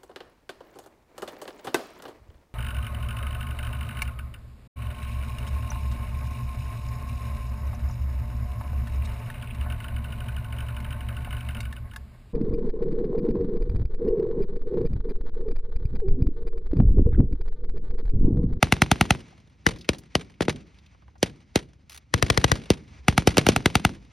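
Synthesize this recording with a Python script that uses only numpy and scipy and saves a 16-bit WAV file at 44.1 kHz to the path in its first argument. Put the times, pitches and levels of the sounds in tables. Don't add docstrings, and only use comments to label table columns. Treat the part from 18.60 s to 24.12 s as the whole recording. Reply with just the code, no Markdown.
import sys
import numpy as np
from scipy import signal
from scipy.fft import rfft, irfft, next_fast_len
from scipy.io import wavfile
from scipy.ndimage import map_coordinates

SR = 44100
rng = np.random.default_rng(int(sys.argv[2]) if len(sys.argv) > 2 else 0)


def nominal_scale(level):
    x = np.asarray(level, float) / 20
    return 10 ** x


def to_wav(s):
    ch = np.atleast_2d(s).T
    pcm = np.round(np.clip(ch, -1, 1) * 32767)
    wavfile.write(sys.argv[1], SR, pcm.astype(np.int16))


N = 243431
M = next_fast_len(N + SR // 2)
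HZ = np.fft.rfftfreq(M, 1 / SR) + 1e-3

# (time [s], crack peak [dB], thump against the crack [dB])
HEAVY_SHOTS = [
    (2.6288, -3.5, -4),
    (2.9577, -4.5, 1.5),
    (4.1031, -3, 4.5),
    (4.6727, -3, 5),
    (4.781, -0.5, -3.9),
    (4.8876, -1, 0.7),
]
# (delay [ms], pressure share [ratio,
# negative = turned over])
RIGHT_PATHS = [(0, -.2), (.25, -.2), (.45, .8), (.85, .6), (1.15, .4), (8.2, -.1)]


def along(points, hz=HZ):
    f, v = np.transpose(points)
    return np.interp(np.log(hz), np.log(f), v)


def filtered(x, response):
    return irfft(rfft(x, M) * response, M)[..., :N]


def wobble(rate):
    knots = rng.standard_normal(int(N * rate / SR) + 4)
    return map_coordinates(knots, [np.arange(N) * rate / SR])


def train(times, sizes):
    places = np.clip(np.round(times * SR).astype(int), 0, N - 1)
    return np.bincount(places, sizes, N)


def dying(power, t60, rise_ms):
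    fall = signal.lfilter([1], [1, -nominal_scale(-120 / (t60 * SR))], power)
    k = np.exp(-1000 / (rise_ms * SR))
    return np.sqrt(np.abs(signal.lfilter([1 - k], [1, -k], fall)))


def diffuse(envelope, spectrum):
    # (frequency [Hz], left-right likeness [-1 to 1])
    alike = [(60, 1), (130, 0.87), (290, 1), (640, 0.28), (1400, 0.21)]
    turn = np.arccos(np.clip(along(alike), -1, 1)) / 2
    gain = nominal_scale(along(spectrum))
    gain /= np.sqrt(np.mean(gain ** 2))
    noise = envelope * rng.standard_normal((2, N))
    mid, side = filtered(noise, gain * [np.cos(turn), np.sin(turn)])
    return np.array([mid + side, mid - side])


def field(roll):
    # (time [s], level [dB])
    engine_level = [
        (0, -53.5),
        (1.5, -58.5),
        (2.4, -57),
        (3.399, -58.5),
        (4.399, -51.5),
        (5.52, -53.5),
    ]
    # (frequency [Hz], level [dB per Hz])
    engine_tone = [(20, -34), (35, -10.5), (64, 9), (100, -0.5), (200, -8), (400, -21), (800, -30),
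                   (1500, -58)]
    # (frequency [Hz], level [dB per Hz])
    air_tone = [(250, -20.5), (500, -13), (900, -6), (1700, -8.5), (2200, -4.5), (3150, -11.5), (6000, -16),
                (8000, -21), (16000, -65.5)]
    still_air_db, wash_db, rumble_db = -74.5, -64, 4.5
    earlier_db, wash_t60_s = 9, 1.9
    t = np.arange(N) / SR
    earlier = nominal_scale(2 * earlier_db) * (t == 0)
    wash = nominal_scale(wash_db) * dying(roll ** 2 + earlier, wash_t60_s, rise_ms=30)

    turns = np.cumsum(24 * (1 + 0.029 * wobble(5.3))) / SR
    throb = 1 + 0.42 * np.cos(2 * np.pi * turns)
    s, engine_db = np.transpose(engine_level)
    idle = nominal_scale(np.interp(t, s, engine_db) + 3.0) * throb
    engine = np.hypot(idle, nominal_scale(rumble_db) * wash) * nominal_scale(0.67 * wobble(6.9))
    gusts_db = 1.6 * wobble(8.3) + 2.2 * wobble(45) + 2.5
    air = np.hypot(nominal_scale(still_air_db), wash) * nominal_scale(gusts_db)
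    return diffuse(engine, engine_tone) + diffuse(air, air_tone)


def knocks(events, t60):
    size = 2048
    out, t = np.zeros((2, N + size)), np.arange(size) / SR
    hz = np.fft.rfftfreq(size, 1 / SR)
    for s, db, centre_hz, broad in events:
        puff = rng.standard_normal((2, size)) * nominal_scale(-60 * t / t60) * (1 - np.exp(-t / 0.00063))
        width = 1j * broad * hz * centre_hz
        body = width / (centre_hz ** 2 - hz ** 2 + width)
        ring = irfft(rfft(puff) * body ** 2)
        out[:, round(s * SR):][:, :size] += nominal_scale(db - 2.0) * ring / np.abs(ring).max()
    return out[:, :N]


def late(shots, returns):
    return [(s + delay, db, hz, broad) for s, _ in shots for delay, db, hz, broad in returns]


def small_knocks():
    # (time [s], peak [dB], centre [Hz], width [share of the centre])
    taps = [
        (0.724, -44, 765, 0.36),
        (1.383, -34, 6220, 1.3),
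        (1.606, -45, 2770, 0.89),
        (1.739, -48, 2380, 0.9),
        (2.58, -55, 5500, 0.63),
        (2.601, -54, 6400, 0.3),
    ]
    return knocks(taps, t60=0.061)


def strap():
    # (time [s], peak [dB])
    slaps = [
        (3.296, -29),
        (3.306, -37.5),
        (3.313, -40.5),
        (3.319, -31.5),
        (3.328, -33),
        (3.338, -39),
        (3.345, -32),
        (3.353, -35),
        (3.361, -33),
        (3.375, -29),
    ]
    return knocks([(s, db, 2300, 4) for s, db in slaps], t60=0.031)


def gun(shots, paths, echoes, tone, push_ms, lead_us, left_db, crack_db, thump_db, roll_db):
    s, peak_db, low_db = shots
    s, (ms, share) = s[:, None], np.transpose(paths)
    jw, push = 2j * np.pi * HZ, push_ms / 1000
    blast = SR * push * jw * push / (1 + jw * push) ** 2
    low = 1 / (1 + (HZ / 600) ** 2)

    slip = rng.normal(0, 1, (len(s), len(paths), 2))
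    times = s + (ms + .03 * slip[..., 0]) / 1000
    sizes = share * nominal_scale(.4 * slip[..., 1]) * nominal_scale(peak_db + crack_db)[:, None]
    strong = share > .65
    sharp = rfft(train(times.ravel(), (sizes * strong).ravel()), M)
    weak = rfft(train(times.ravel(), (sizes * ~strong).ravel()), M)
    crack = sharp + weak / (1 + (HZ / 6000) ** 2)
    thump_sizes = np.outer(nominal_scale(peak_db + low_db + thump_db), share)
    thump = rfft(train((s + ms / 1000).ravel(), thump_sizes.ravel()), M)

    bearing = np.exp(jw * lead_us * 5e-7) * nominal_scale(left_db / 2 * HZ / (HZ + 400))
    wave = ((1 - low) * crack + low * thump) * blast * nominal_scale(along(tone))
    direct = irfft(wave * [bearing, 1 / bearing], M)[:, :N]

    s = s[:, 0]
    returns = sum(train(s + delay / 1000, nominal_scale(2 * (peak_db + db))) for delay, db in echoes)
    first = train(s + 0.0013, nominal_scale(2 * peak_db))
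    spray = nominal_scale(-9.5) * dying(first, 0.014, rise_ms=0.1)
    lead_in = nominal_scale(-35) * dying(first[::-1], 0.035, rise_ms=0.3)[::-1]
    scattered = dying(returns, 0.044, rise_ms=0.26)
    tail = nominal_scale(-39.5) * dying(first, 0.24, rise_ms=6)
    hiss = spray + lead_in + scattered + tail
    roll = dying(train(s + 0.0049, nominal_scale(2 * (peak_db + roll_db))), 0.45, rise_ms=2.1)
    return np.vstack([direct, hiss, roll])


def far_gun():
    # (time [s], level [dB])
    shots = [
        (1.807, -16),
        (1.882, -15.5),
    ]
    # (delay [ms], pressure share [ratio, negative = turned over])
    paths = [(-.3, -.2), (-.05, -.25), (.25, .55), (.7, .35), (2, -.2), (7.85, -.12)]
    # (delay [ms], level against the crack [dB])
    echoes = [(3, -16.5), (12.6, -5), (18, -16.5), (44, -26.5), (78, -26), (122, -35.5)]
    # (frequency [Hz], level [dB])
    tone = [(60, 8), (150, 12.5), (400, 8.5), (900, 2), (2000, 0.6), (3500, 6.5), (6000, -42),
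            (11000, -27.5), (16000, -37)]
    # (delay [s], peak [dB], centre [Hz], width [share of the centre])
    returns = [
        (.261, -50.5, 2540, 1.1),
        (.379, -45, 3060, .9),
        (.538, -46.5, 930, .95),
        (.672, -44.5, 820, 1.1),
    ]
    blasts = gun([*np.transpose(shots), 0], paths, echoes, tone, push_ms=4.3, lead_us=20,
                 left_db=4.0, crack_db=15.0, thump_db=1, roll_db=-15.5)
    return blasts, knocks(late(shots, returns), t60=0.053)


def right_rifle():
    # (time [s], level [dB])
    shots = [
        (1.2903, -6),
        (1.5528, -6),
    ]
    # (delay [ms], level against the crack [dB])
    echoes = [(6, -31), (42, -33.5), (56, -32.5), (93, -49), (145, -45.5), (166, -52)]
    # (frequency [Hz], level [dB])
    tone = [(60, 10), (150, 2.4), (400, 3.5), (900, -2), (2000, 5), (3500, 10.5), (6000, 9), (11000, 5),
            (16000, -17.5)]
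    return gun([*np.transpose(shots), 0], RIGHT_PATHS, echoes, tone, push_ms=0.96, lead_us=-170,
               left_db=5.5, crack_db=6.5, thump_db=-1, roll_db=-29)


def single_rifle():
    # (time [s], level [dB])
    shots = [
        (1.0654, -0.92),
    ]
    # (delay [ms], pressure share [ratio, negative = turned over])
    paths = [(0, -.2), (.5, .7), (1.05, .55), (1.6, .5), (5.8, -.15)]
    # (delay [ms], level against the crack [dB])
    echoes = [(6, -25.5), (22, -26), (42, -31), (70, -45.5), (95, -41.5)]
    # (frequency [Hz], level [dB])
    tone = [(60, 7.5), (150, -0.5), (400, -1), (900, -2.8), (2000, 9), (3500, -1), (6000, 5.5), (11000, -1),
            (16000, -16.5)]
    # (delay [s], peak [dB], centre [Hz], width [share of the centre])
    returns = [
        (.12, -40.5, 4020, 1.05),
        (.144, -33, 4100, 0.65),
        (.179, -37.5, 2200, 1.01),
    ]
    blasts = gun([*np.transpose(shots), 0], paths, echoes, tone, push_ms=0.89, lead_us=370,
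                 left_db=7, crack_db=7.5, thump_db=-0.5, roll_db=-28.5)
    return blasts, knocks(late(shots, returns), t60=0.061)


def left_gun():
    # (time [s], level [dB])
    shots = [
        (3.5396, -3.5),
        (3.6255, -3.5),
        (3.7006, -3.5),
        (3.7752, -3.5),
        (3.8419, -3),
        (3.917, -2.5),
    ]
    # (delay [ms], pressure share [ratio, negative = turned over])
    paths = [(0, -.2), (.5, .75), (1.05, .2), (1.5, .4), (2.5, .25), (3.05, .2), (5.8, -.15)]
    # (delay [ms], level against the crack [dB])
    echoes = [(6, -44), (21, -37.5), (38, -31), (55, -39), (80, -44.5), (100, -39), (120, -41),
              (140, -41.5)]
    # (frequency [Hz], level [dB])
    tone = [(60, 3.5), (130, 2), (220, -6.5), (300, -1.5), (450, -6), (900, -6), (2000, 2), (3200, 1.5),
            (4500, 7.5), (7000, 7.5), (11000, 1.5), (16000, -8)]
    return gun([*np.transpose(shots), 0], paths, echoes, tone, push_ms=1.1, lead_us=340,
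               left_db=12, crack_db=12, thump_db=3.9, roll_db=-27.5)


def heavy_gun():
    # (delay [ms], level against the crack [dB])
    echoes = [(6, -23.5), (17, -48.5), (31, -33), (68, -47), (130, -58), (175, -53.5)]
    # (frequency [Hz], level [dB])
    tone = [(60, 7.3), (150, 3.8), (400, 4.5), (900, -3), (1800, -7), (2700, -1), (4500, 7.5), (7000, 5.5),
            (11000, 3.5), (16000, -3.5)]
    return gun(np.transpose(HEAVY_SHOTS), RIGHT_PATHS, echoes, tone, push_ms=0.89, lead_us=-170,
               left_db=3.0, crack_db=7.5, thump_db=-1.0, roll_db=-31.5)


def burst():
    # (first shot [s], rounds [count], time between rounds [s])
    bursts = [
        (0.0273, 6, .09576),
        (4.4825, 9, .09588),
    ]
    cold_low_db = [0, 3]
    crack_db, thump_db = 0.18, 0
    duck_db, duck_low_db, duck_lead_s, recover_s = -4, -4, .015, .12
    s = np.concatenate([start + gap * np.arange(rounds) for start, rounds, gap in bursts])
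    cold_db = np.concatenate([db * (np.arange(rounds) == 0)
                              for db, (_, rounds, _) in zip(cold_low_db, bursts)])
    since = s[:, None] - np.transpose(HEAVY_SHOTS)[0] + duck_lead_s
    duck = np.where(since > 0, np.exp(-np.abs(since) / recover_s), 0).sum(axis=1)
    return s, crack_db + duck_db * duck, thump_db + cold_db + duck_low_db * duck


def front_gun():
    # (delay [ms], pressure share [ratio, negative = turned over])
    paths = [(.4, 1.1), (.6, -.3), (1.85, .75), (2.05, -.6), (2.4, -.35), (3.65, -.2), (43.5, .085)]
    # (delay [ms], level against the crack [dB])
    echoes = [(6, -37.5), (14, -36.5), (43, -43.5), (86, -48), (98, -46.5), (367, -56), (391, -56.5)]
    # (frequency [Hz], level [dB])
    tone = [(60, 5), (150, 2.5), (400, 0.5), (540, -11.5), (740, 0), (1100, 0.5), (1700, 0.5), (2900, 4),
            (4500, -3.7), (6000, 1.1), (11000, 2.5), (16000, -8)]
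    return gun(burst(), paths, echoes, tone, push_ms=2.1, lead_us=-14.5,
               left_db=1.5, crack_db=3.0, thump_db=-3.0, roll_db=-32)


def scene():
    # (frequency [Hz], level [dB per Hz])
    roll_tone = [(18, -13), (30, -9), (54, 3), (76, -6), (156, 1), (284, -5.5), (411, -11), (481, -14),
                 (900, -32), (1170, -72), (1980, -120)]
    # (frequency [Hz], level [dB per Hz])
    hiss_tone = [(150, -5.5), (400, 6), (1200, -1.5), (2200, 0), (4000, -3.5), (6000, -9), (9000, -12),
                 (12600, -29.5), (13600, -44), (16500, -54)]
    far, far_returns = far_gun()
    single, single_returns = single_rifle()
    guns = far + right_rifle() + single + left_gun() + heavy_gun() + front_gun()
    direct, hiss, roll = guns[:2], guns[2], guns[3]
    echoes = diffuse(hiss * nominal_scale(2.6 * wobble(150)), hiss_tone) + diffuse(roll, roll_tone)
    returns = far_returns + single_returns
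    return field(roll) + small_knocks() + strap() + returns + echoes + direct


def band_limit(x):
    return signal.sosfilt(signal.butter(12, 17340, fs=SR, output="sos"), x)


def record(dry):
    # (frequency [Hz], left lead [rad])
    ports = [(1800, .1), (3000, .35), (6300, 0), (6950, 2.9), (8300, 2.5), (10400, .3), (12000, -.9),
             (13400, -3), (14600, -3.1), (15600, -3.8)]
    # (frequency [Hz], left lead [rad])
    bass_ports = [(40, .3), (150, .25), (300, 0)]
    cross_hz, top_hz = 1850, 16900
    below = 1 / (1 + np.exp(np.clip((HZ - cross_hz) / 25, -50, 50)))
    turn, bass = np.exp(.5j * along(ports)), np.exp(.5j * along(bass_ports))
    stereo_bass = filtered(dry, below * [bass, 1 / bass])
    one_port = filtered(0.94 * dry[1], (1 - below) * [turn, 1 / turn])
    sweep = np.exp(2j * np.pi * 1.08 * np.log(1 + 1500 / (HZ + 8)))
    x = filtered(stereo_bass + one_port, sweep / (1 + (48 / HZ) ** 4))
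    x = x / (1 + np.abs(x / .96) ** 8) ** (1 / 8)
    tube = 1 + 0.83 / (1 + ((HZ - 15600) / 500) ** 2)
    x = filtered(x, tube / (1 + (HZ / top_hz) ** 120))
    return band_limit(x)


dry = scene()
out = record(dry)
to_wav(out)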